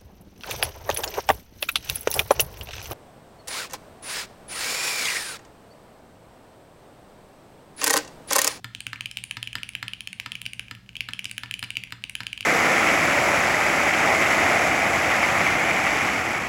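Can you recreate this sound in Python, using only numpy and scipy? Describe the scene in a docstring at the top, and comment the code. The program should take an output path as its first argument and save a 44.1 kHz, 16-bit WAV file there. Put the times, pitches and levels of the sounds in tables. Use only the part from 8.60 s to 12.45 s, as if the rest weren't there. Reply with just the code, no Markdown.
"""In a small room, fast typing on a mechanical keyboard that lies on a desk, heard from close by. Each press
and release knocks a plastic keycap, a sum of damped modes that ring for milliseconds, and rattles its switch.
The space bar has lower, hollower modes and its stabiliser rattles; fingertips touch caps with faint ticks.
Knocks also excite low desk modes. Desk reflections, a flutter echo and a short diffuse tail follow each click,
over a quiet rumble and hiss of shaped noise."""
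import sys
import numpy as np
from scipy import signal
from scipy.fft import rfft, irfft
from scipy.io import wavfile

SR = 44100
rng = np.random.default_rng(int(sys.argv[2]) if len(sys.argv) > 2 else 0)


def inscribe(sig):
    """Save sig as 16-bit PCM at rate SR to the path in sys.argv[1].

    A 1-D sig is mono; a 2-D sig holds one channel per row.
    Samples are clipped to [-1, 1] before scaling.
    """
    pcm = np.round(np.clip(np.atleast_2d(sig).T, -1, 1) * 32767)
    wavfile.write(sys.argv[1], SR, pcm.astype(np.int16))


N = 169785   # length [samples]


def from_db(db):
    """Logarithmic level: 20 dB is a factor of ten in amplitude."""
    return 10 ** (np.asarray(db) / 20)


def at_hz(hz, points_hz, values):
    """Logarithmic frequency scale: a curve is interpolated evenly per octave."""
    return np.interp(np.log(np.maximum(hz, 1)), np.log(points_hz), values)


def add(track, time_s, sound):
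    """Superposition: a sound adds to the track from its start time."""
    start = max(int(round(time_s * SR)), 0)
    track[start:start + len(sound)] += sound[:max(N - start, 0)]


def decay(t, t60):
    """Exponential damping: the amplitude falls by 60 dB in t60 seconds."""
    return np.exp(-np.log(1000) * t / t60)


def high_pass(x, hz):
    """Radiation efficiency: small parts radiate little bass."""
    return signal.sosfilt(signal.butter(2, hz, "high", fs=SR, output="sos"), x)


def coloured_noise(spectrum, size):
    """Spectral shaping: white noise is weighted by frequency and scaled to an rms of 1."""
    white = rfft(rng.standard_normal(size))
    gain = from_db(at_hz(np.fft.rfftfreq(size, 1 / SR), *np.transpose(spectrum)))
    noise = irfft(white * gain, size)
    return noise / noise.std()


def ring(hz, db, t60, size, late=0):
    """Modal superposition: a struck body is a sum of damped sines, each delayed by its own lateness."""
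    t = np.maximum(np.arange(size)[:, None] / SR - late, 0)
    modes = from_db(db) * decay(t, t60) * np.sin(2 * np.pi * hz * t)
    signs = (-1.) ** np.arange(len(hz))   # neighbouring modes swing in opposite directions
    return modes @ signs


def contact_noise(spectrum, level_db, t60, size):
    """Random contact: loose plastic gives a burst of shaped noise that dies exponentially."""
    return coloured_noise(spectrum, size) * from_db(level_db) * decay(np.arange(size) / SR, t60)


# spectrum of the room's rumble and hiss: (frequency [Hz], relative density [dB per Hz])
BACKGROUND_SPECTRUM = [(15, -48), (25, -14), (40, -7), (50, -5), (60, 4.5), (75, -9.5), (120, 6.5),
                       (142, -12.5), (165, -0.5), (195, 0), (260, -11), (400, -21), (700, -22),
                       (1500, -27.5), (4000, -27.5), (10000, -39), (16000, -42)]
BACKGROUND_DB = -53.5   # rms level


def background():
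    """Stationary noise: one fixed spectrum holds both rumble and hiss."""
    return from_db(BACKGROUND_DB) * coloured_noise(BACKGROUND_SPECTRUM, N)


# early reflections off the desk: (delay [s], level [dB])
DESK_REFLECTIONS = [(.0013, -25.5), (.0025, -28)]
# flutter echo: (delay [s], level [dB])
FLUTTER_ECHOES = [(.0114, -17.5), (.0125, -25), (.0227, -24), (.0339, -28)]
ECHO_CUT_HZ = 10000
# diffuse tail: (frequency [Hz], level [dB], t60 [s])
TAIL_BANDS = [(305, 7, 0.26), (930, -10.5, 0.36), (1620, -8, 0.46), (2620, -12.5, 0.38),
              (4400, -10.5, 0.49), (7000, -13.5, 0.4), (9750, -12.5, 0.33), (15000, -30, 0.3)]
TAIL_DELAY_S, TAIL_BUILD_S = 0.00082, 0.012


def early_reflections(x):
    """Specular reflection: desk and parallel surfaces return delayed, duller copies."""
    out = np.zeros(N)
    dull = signal.sosfilt(signal.butter(1, ECHO_CUT_HZ, fs=SR, output="sos"), x)
    for delay_s, db in list(DESK_REFLECTIONS) + list(FLUTTER_ECHOES):
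        add(out, delay_s, from_db(db) * dull)
    return out


def diffuse_tail(x):
    """Reverberation: convolution with noise bands, each dying at its own rate."""
    t = np.arange(SR // 2) / SR
    tail = np.zeros(len(t))
    hz, db, t60 = np.transpose(TAIL_BANDS)
    build = np.clip((t - TAIL_DELAY_S) / TAIL_BUILD_S, 0, 1)
    edges = np.geomspace(200, 17000, 14)
    for low, high in zip(edges, edges[1:]):
        centre = np.sqrt(low * high)
        band_pass = signal.butter(2, [low, high], "band", fs=SR, output="sos")
        band = signal.sosfilt(band_pass, rng.standard_normal(len(t)))
        fade = build * decay(t, at_hz(centre, hz, t60))
        tail += from_db(at_hz(centre, hz, db)) * band * fade / np.linalg.norm(fade)
    return signal.fftconvolve(x, tail)[:N]


# desk top modes: (frequency [Hz], level [dB], t60 [s])
DESK_MODES = [(87, -46.5, 0.076), (117.46, -42, 0.39), (170.6, -61, 0.25), (190.8, -59.5, 0.39),
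              (232.5, -48, 0.063), (280.6, -49.5, 0.12), (464, -59, 0.089)]


def desk():
    """Impulse excitation: each key or space bar knock sets off the desk's low modes at its thump level."""
    out = np.zeros(N)
    boom = ring(*np.transpose(DESK_MODES), size=22050)
    for time_s, *_, thump_db in list(KEY_KNOCKS) + list(SPACE_KNOCKS):
        add(out, time_s, from_db(thump_db) * boom)
    return out


# fingers land on a cap without pressing it yet: (time [s], level [dB])
FINGER_TOUCHES = [(.135, -27), (.559, -19), (.696, -19), (1.135, -14), (1.585, -25), (1.981, -28),
                  (2.262, -26), (2.331, -23), (2.767, -17), (3.423, -23)]


def touches():
    """Weak excitation: a fingertip nudges a loose cap, whose modes and rattle give a faint tick."""
    out = np.zeros(N)
    hz, db, t60 = np.transpose(KEYCAP_MODES)
    for time_s, level_db in FINGER_TOUCHES:
        add(out, time_s, ring(hz, db + level_db, t60, size=1024))
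        add(out, time_s, contact_noise(SWITCH_RATTLE, level_db + RATTLE_DB, RATTLE_T60_S, size=1024))
    return high_pass(out, CAP_RADIATION_HZ)


MODE_SPREAD_DB = 1.0   # random spread of mode levels: no two knocks are quite alike
# space bar knocks: (time [s], level [dB], brightness [dB per octave], desk thump [dB])
SPACE_KNOCKS = [(0.0441, -3.3, 2, 4), (0.331, -2.7, -0.3, 0.5), (0.7691, -2.5, -0.5, 3),
                (0.9539, 0.5, 2.9, 5), (1.2276, -1, 0.7, 2), (1.6606, -2, 0.5, 1.5), (2.111, -4.1, 1, 3.5),
                (2.4874, -2.7, 1, 2.5), (2.8342, -3.5, 0.3, 1.5), (3.027, -1.2, 2, 4.5),
                (3.323, -3, 1.4, 2), (3.6045, -2.1, -0.2, 1.5)]
# space bar modes: (frequency [Hz], level [dB], t60 [s])
SPACE_BAR_MODES = [(963, -32, 0.023), (1295, -25.5, 0.02), (1762, -22.5, 0.019), (2154, -26.5, 0.015),
                   (2760, -17.5, 0.0054), (3070, -23.5, 0.011), (3500, -26.5, 0.01), (4210, -32, 0.026),
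                   (4940, -35, 0.036), (6900, -40, 0.0081), (7700, -31.5, 0.0042), (9900, -41, 0.0062),
                   (12200, -36, 0.0037)]
# spectrum of the space bar's stabiliser rattle: (frequency [Hz], relative density [dB per Hz])
STABILISER_RATTLE = [(300, -30), (700, -26), (1000, -4.5), (1500, 1.5), (2100, 1.5), (3000, -7.5), (4500, -6),
                     (6000, -14), (16000, -38)]
CLATTER_DB, CLATTER_T60_S = -31, 0.044   # level relative to the knock
BAR_RADIATION_HZ = 774   # the bar radiates little below this


def space_bar():
    """Modal scaling: a long bar has lower, longer modes than a cap, and its stabiliser rattles."""
    out = np.zeros(N)
    hz, db, t60 = np.transpose(SPACE_BAR_MODES)
    for time_s, level_db, tilt_db, _ in SPACE_KNOCKS:
        colour_db = tilt_db * np.log2(hz / 2000)
        uneven_db = MODE_SPREAD_DB * rng.standard_normal(len(hz))
        add(out, time_s, ring(hz, db + level_db + colour_db + uneven_db, t60, size=2048))
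        add(out, time_s, contact_noise(STABILISER_RATTLE, level_db + CLATTER_DB, CLATTER_T60_S, size=2048))
    return high_pass(out, BAR_RADIATION_HZ)


# keycap knocks, presses and releases: (time [s], level [dB], pitch [ratio], ring length [ratio],
# hollow [dB], clack [dB], tick [dB], tick frequency [Hz], desk thump [dB])
KEY_KNOCKS = [(0.1492, 0.1, 1.012, 0.94, 2.5, 6, -0.5, 8700, -2),
              (0.2051, -5, 1, 1.66, 4.5, 8, 13, 8900, -22), (0.2671, 7, 0.93, 0.87, 4, 2, -6, 10200, 1),
              (0.3586, -7, 0.95, 1.8, 2, -8, -26, 9100, -4.5),
              (0.4083, 2.5, 1.01, 1.03, 2, 6.5, 1, 9050, -8.5),
              (0.458, 5, 0.98, 2.14, -13, -19, -4, 9200, -15),
              (0.5129, -7.5, 1, 1.66, 3.5, 6, 8.5, 9260, -22),
              (0.5712, 6, 0.95, 0.88, -3, 5, 2.5, 8000, -11),
              (0.5864, -5, 0.96, 1.3, -9, -3, -13, 8590, -19),
              (0.6388, -3.3, 0.96, 1.6, -1.5, 2, 11.5, 9370, -14),
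              (0.7107, 3.5, 1, 1.3, 4.5, -3, -2, 10070, -14),
              (0.8286, 2.5, 1.054, 1.15, 5.5, 1.5, 3.5, 9600, -16),
              (0.8737, 2.5, 0.97, 2.1, -10, -13, -10, 9400, -5),
              (0.93, -5, 1.014, 1.9, 2, -4, 1, 9750, -24), (0.9835, -5.5, 0.94, 1.2, -6, -6, -14, 9200, -5),
              (1.0324, 3, 0.93, 1.17, -4.5, 4.5, -1, 8800, -14),
              (1.0906, -3.5, 0.93, 1.6, -5, -1, 7.5, 9600, -30),
              (1.1514, 5, 1, 1.1, 5.5, -1.5, -3, 10230, -6.5),
              (1.281, 0.5, 1.046, 1.4, 5, 3, -1, 10100, -29),
              (1.3344, 1.2, 0.97, 1.9, -7.5, -5, -9, 9400, -8),
              (1.4065, -2.5, 1.027, 1.6, 0, 3.5, 4.5, 9820, -20),
              (1.4736, 0.3, 1.03, 1.22, 4, 7, 1, 8900, -11),
              (1.5298, -5, 0.91, 2.1, -3, 2.5, 6.5, 9040, -31),
              (1.599, 8.5, 0.95, 0.83, 0, -15, -4, 10200, -7),
              (1.719, 1, 1.06, 1.33, 3.5, -1.5, -1, 9700, -8),
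              (1.7535, 3, 0.97, 2.1, -11, -17, -1, 9300, -7),
              (1.8164, -1, 1.04, 0.92, 2.5, 2, 8.5, 9750, -45),
              (1.8547, -2.5, 0.98, 1.9, -14, -16, -9, 9270, -5),
              (1.863, 4, 0.95, 1.5, -2.5, 3.5, -3, 9270, -8),
              (1.9335, -3.5, 0.93, 1.5, -6.5, -1, 6.5, 9260, -16),
              (1.9947, 3, 0.96, 1.2, 4.5, 0.5, 0.5, 10500, -3.5),
              (2.0827, -13.5, 1, 1.4, 8, -14, -7, 9400, -31),
              (2.1504, -8, 1.01, 0.72, 6, 2, -1, 10600, -29),
              (2.2913, -8, 0.95, 1.36, 0, -2, -18, 9500, -29),
              (2.3544, -4.5, 0.97, 2.2, -5, -6, -20, 9500, -30),
              (2.3667, 0, 1.06, 2.2, -13, -11, -9, 10400, -11),
              (2.4067, 8.5, 0.92, 1.22, -6.5, 2.5, -6, 10400, -5.5),
              (2.508, -11, 0.82, 1, 3, -1, -10, 9270, -22),
              (2.5344, 1.5, 1.045, 1.35, 3.5, 7, -2.5, 9650, -4),
              (2.5921, 4, 0.95, 1.8, -6.5, -10, -4.5, 9260, -31),
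              (2.644, -6.5, 1.16, 1.04, 10, 11, 13.5, 8200, -27),
              (2.6547, 1, 0.97, 1.6, 0, 7.5, 0.5, 8960, -3),
              (2.696, -6.5, 0.87, 1.2, -16, -2, -8, 9440, -10),
              (2.7129, -2.5, 0.93, 1.55, 1.5, 4.5, 10, 9200, -13),
              (2.7801, 5, 0.99, 1.07, 6, -3, -0.5, 10170, -6),
              (2.859, -11.5, 0.95, 1.5, 8, -1, -18, 8700, -25),
              (2.911, 2.9, 1.04, 1.23, 4.5, -1, -1, 9530, -9),
              (2.9398, 5, 0.98, 2.2, -9, -14, -4, 9410, -4),
              (2.9928, -4.8, 1.01, 1.55, -1, 3, 10.5, 9300, -33),
              (3.039, 0.5, 0.99, 1.1, 4, -6, 4, 9500, -6), (3.044, -9.5, 0.95, 3.4, 0, 10.5, -5, 9530, -37),
              (3.1045, 1, 0.94, 1.66, -2.5, -1, 1.5, 9600, -39),
              (3.1546, -5, 0.97, 3.6, -15, -9, -25, 9770, -17),
              (3.1692, 11.5, 0.9, 1.04, -15.5, -6, -13, 10000, 1),
              (3.2368, 1.2, 0.84, 0.89, -10, 6, -5.5, 10200, -14),
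              (3.2728, -16, 0.97, 2, 2, -12, -18, 9550, -32),
              (3.3065, -13, 0.96, 0.8, 8, -3, -6, 8720, -36),
              (3.4391, 3, 0.95, 1.3, -3.5, 6, -2.5, 8750, -2.5),
              (3.4963, -1.8, 0.91, 1.56, -4, 0.5, 8.5, 9250, -26),
              (3.5528, 3.5, 1, 1.22, 7, 2.5, 2.5, 10140, -20),
              (3.6333, -3.6, 0.94, 0.7, 11, 0, 1, 10330, -26),
              (3.6676, 2.5, 1.007, 1.2, 3.5, 8, -1, 9590, -6),
              (3.7298, 3, 0.95, 2.06, -9, -5, -5.5, 8900, -5),
              (3.7764, -5.8, 1.03, 2.2, 2, 4, 1, 9500, -27),
              (3.8078, 4.7, 0.93, 0.77, -8.5, 4.5, -2, 9000, -8),
              (3.8276, -8, 0.98, 2.3, 0, 0, -25, 9300, -7)]
# keycap and case modes: (frequency [Hz], level [dB], t60 [s])
KEYCAP_MODES = [(890, -51.5, .011), (1283, -47.5, 0.012), (1657, -38.5, 0.013), (2452, -19.5, 0.0055),
                (3062, -19, 0.0058), (4136, -38.5, 0.0091), (4820, -34, 0.0042), (6380, -37.5, 0.0016),
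                (6950, -37, 0.0032), (9040, -33.5, 0.0037), (9880, -33, 0.0039), (11800, -71, 0.00089),
                (14360, -43, 0.0033)]
# spectrum of the switch rattle: (frequency [Hz], relative density [dB per Hz])
SWITCH_RATTLE = [(200, -14), (600, -7), (1500, -2.5), (2800, 6.5), (5000, 5.5), (7000, 1), (9800, -4),
                 (11500, -8), (16000, -7)]
RATTLE_DB, RATTLE_T60_S = -38, 0.016   # level relative to the knock
HOLLOW_HZ, CAP_HZ, CLACK_HZ, TICK_HZ = 1690, 2795, 4700, 10200   # centres of a keycap's colours
TICK_MODES_ABOVE_HZ, USUAL_TICK_HZ = 8000, 9430   # the highest modes follow each key's own tick
TREBLE_DETUNE, TREBLE_SPREAD_DB = 0.036, 2.0   # random spreads above the clack: frequency ratio, level
ROCK_S = 0.000405   # the cap rocks as it lands: treble modes start up to this late
CAP_RADIATION_HZ = 920   # a small cap radiates little below this


def keycaps():
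    """Modal excitation: all knocks share one set of cap modes, tuned and weighted by the key, plus switch rattle."""
    out = np.zeros(N)
    hz, db, t60 = np.transpose(KEYCAP_MODES)
    treble = hz > CLACK_HZ
    spread_db = np.where(treble, TREBLE_SPREAD_DB, MODE_SPREAD_DB)
    for time_s, level_db, pitch, length, hollow_db, clack_db, tick_db, tick_hz, _ in KEY_KNOCKS:
        colour_db = at_hz(hz, [HOLLOW_HZ, CAP_HZ, CLACK_HZ, TICK_HZ], [hollow_db, 0, clack_db, tick_db])
        uneven, detune = rng.standard_normal((2, len(hz)))
        tuning = np.where(hz > TICK_MODES_ABOVE_HZ, tick_hz / USUAL_TICK_HZ, pitch)
        tuned_hz = hz * tuning * (1 + TREBLE_DETUNE * detune * treble)
        strength_db = db + level_db + colour_db + uneven * spread_db
        late_s = ROCK_S * rng.random(len(hz)) * treble
        add(out, time_s, ring(tuned_hz, strength_db, t60 * length, size=1024, late=late_s))
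        add(out, time_s, contact_noise(SWITCH_RATTLE, level_db + RATTLE_DB, RATTLE_T60_S, size=1024))
    return high_pass(out, CAP_RADIATION_HZ)


def scene():
    """Linear superposition: background and desk add to the clicks and the room's response to them."""
    clicks = touches() + space_bar() + keycaps()
    reverberation = early_reflections(clicks) + diffuse_tail(clicks)
    return (background() + desk() + reverberation + clicks)[None]


def record(dry):
    """Band limiting: a steep elliptic low-pass removes the top above 16.2 kHz."""
    return signal.sosfilt(signal.ellip(10, .1, 80, 16200, fs=SR, output="sos"), dry)


dry = scene()
out = record(dry)
inscribe(out)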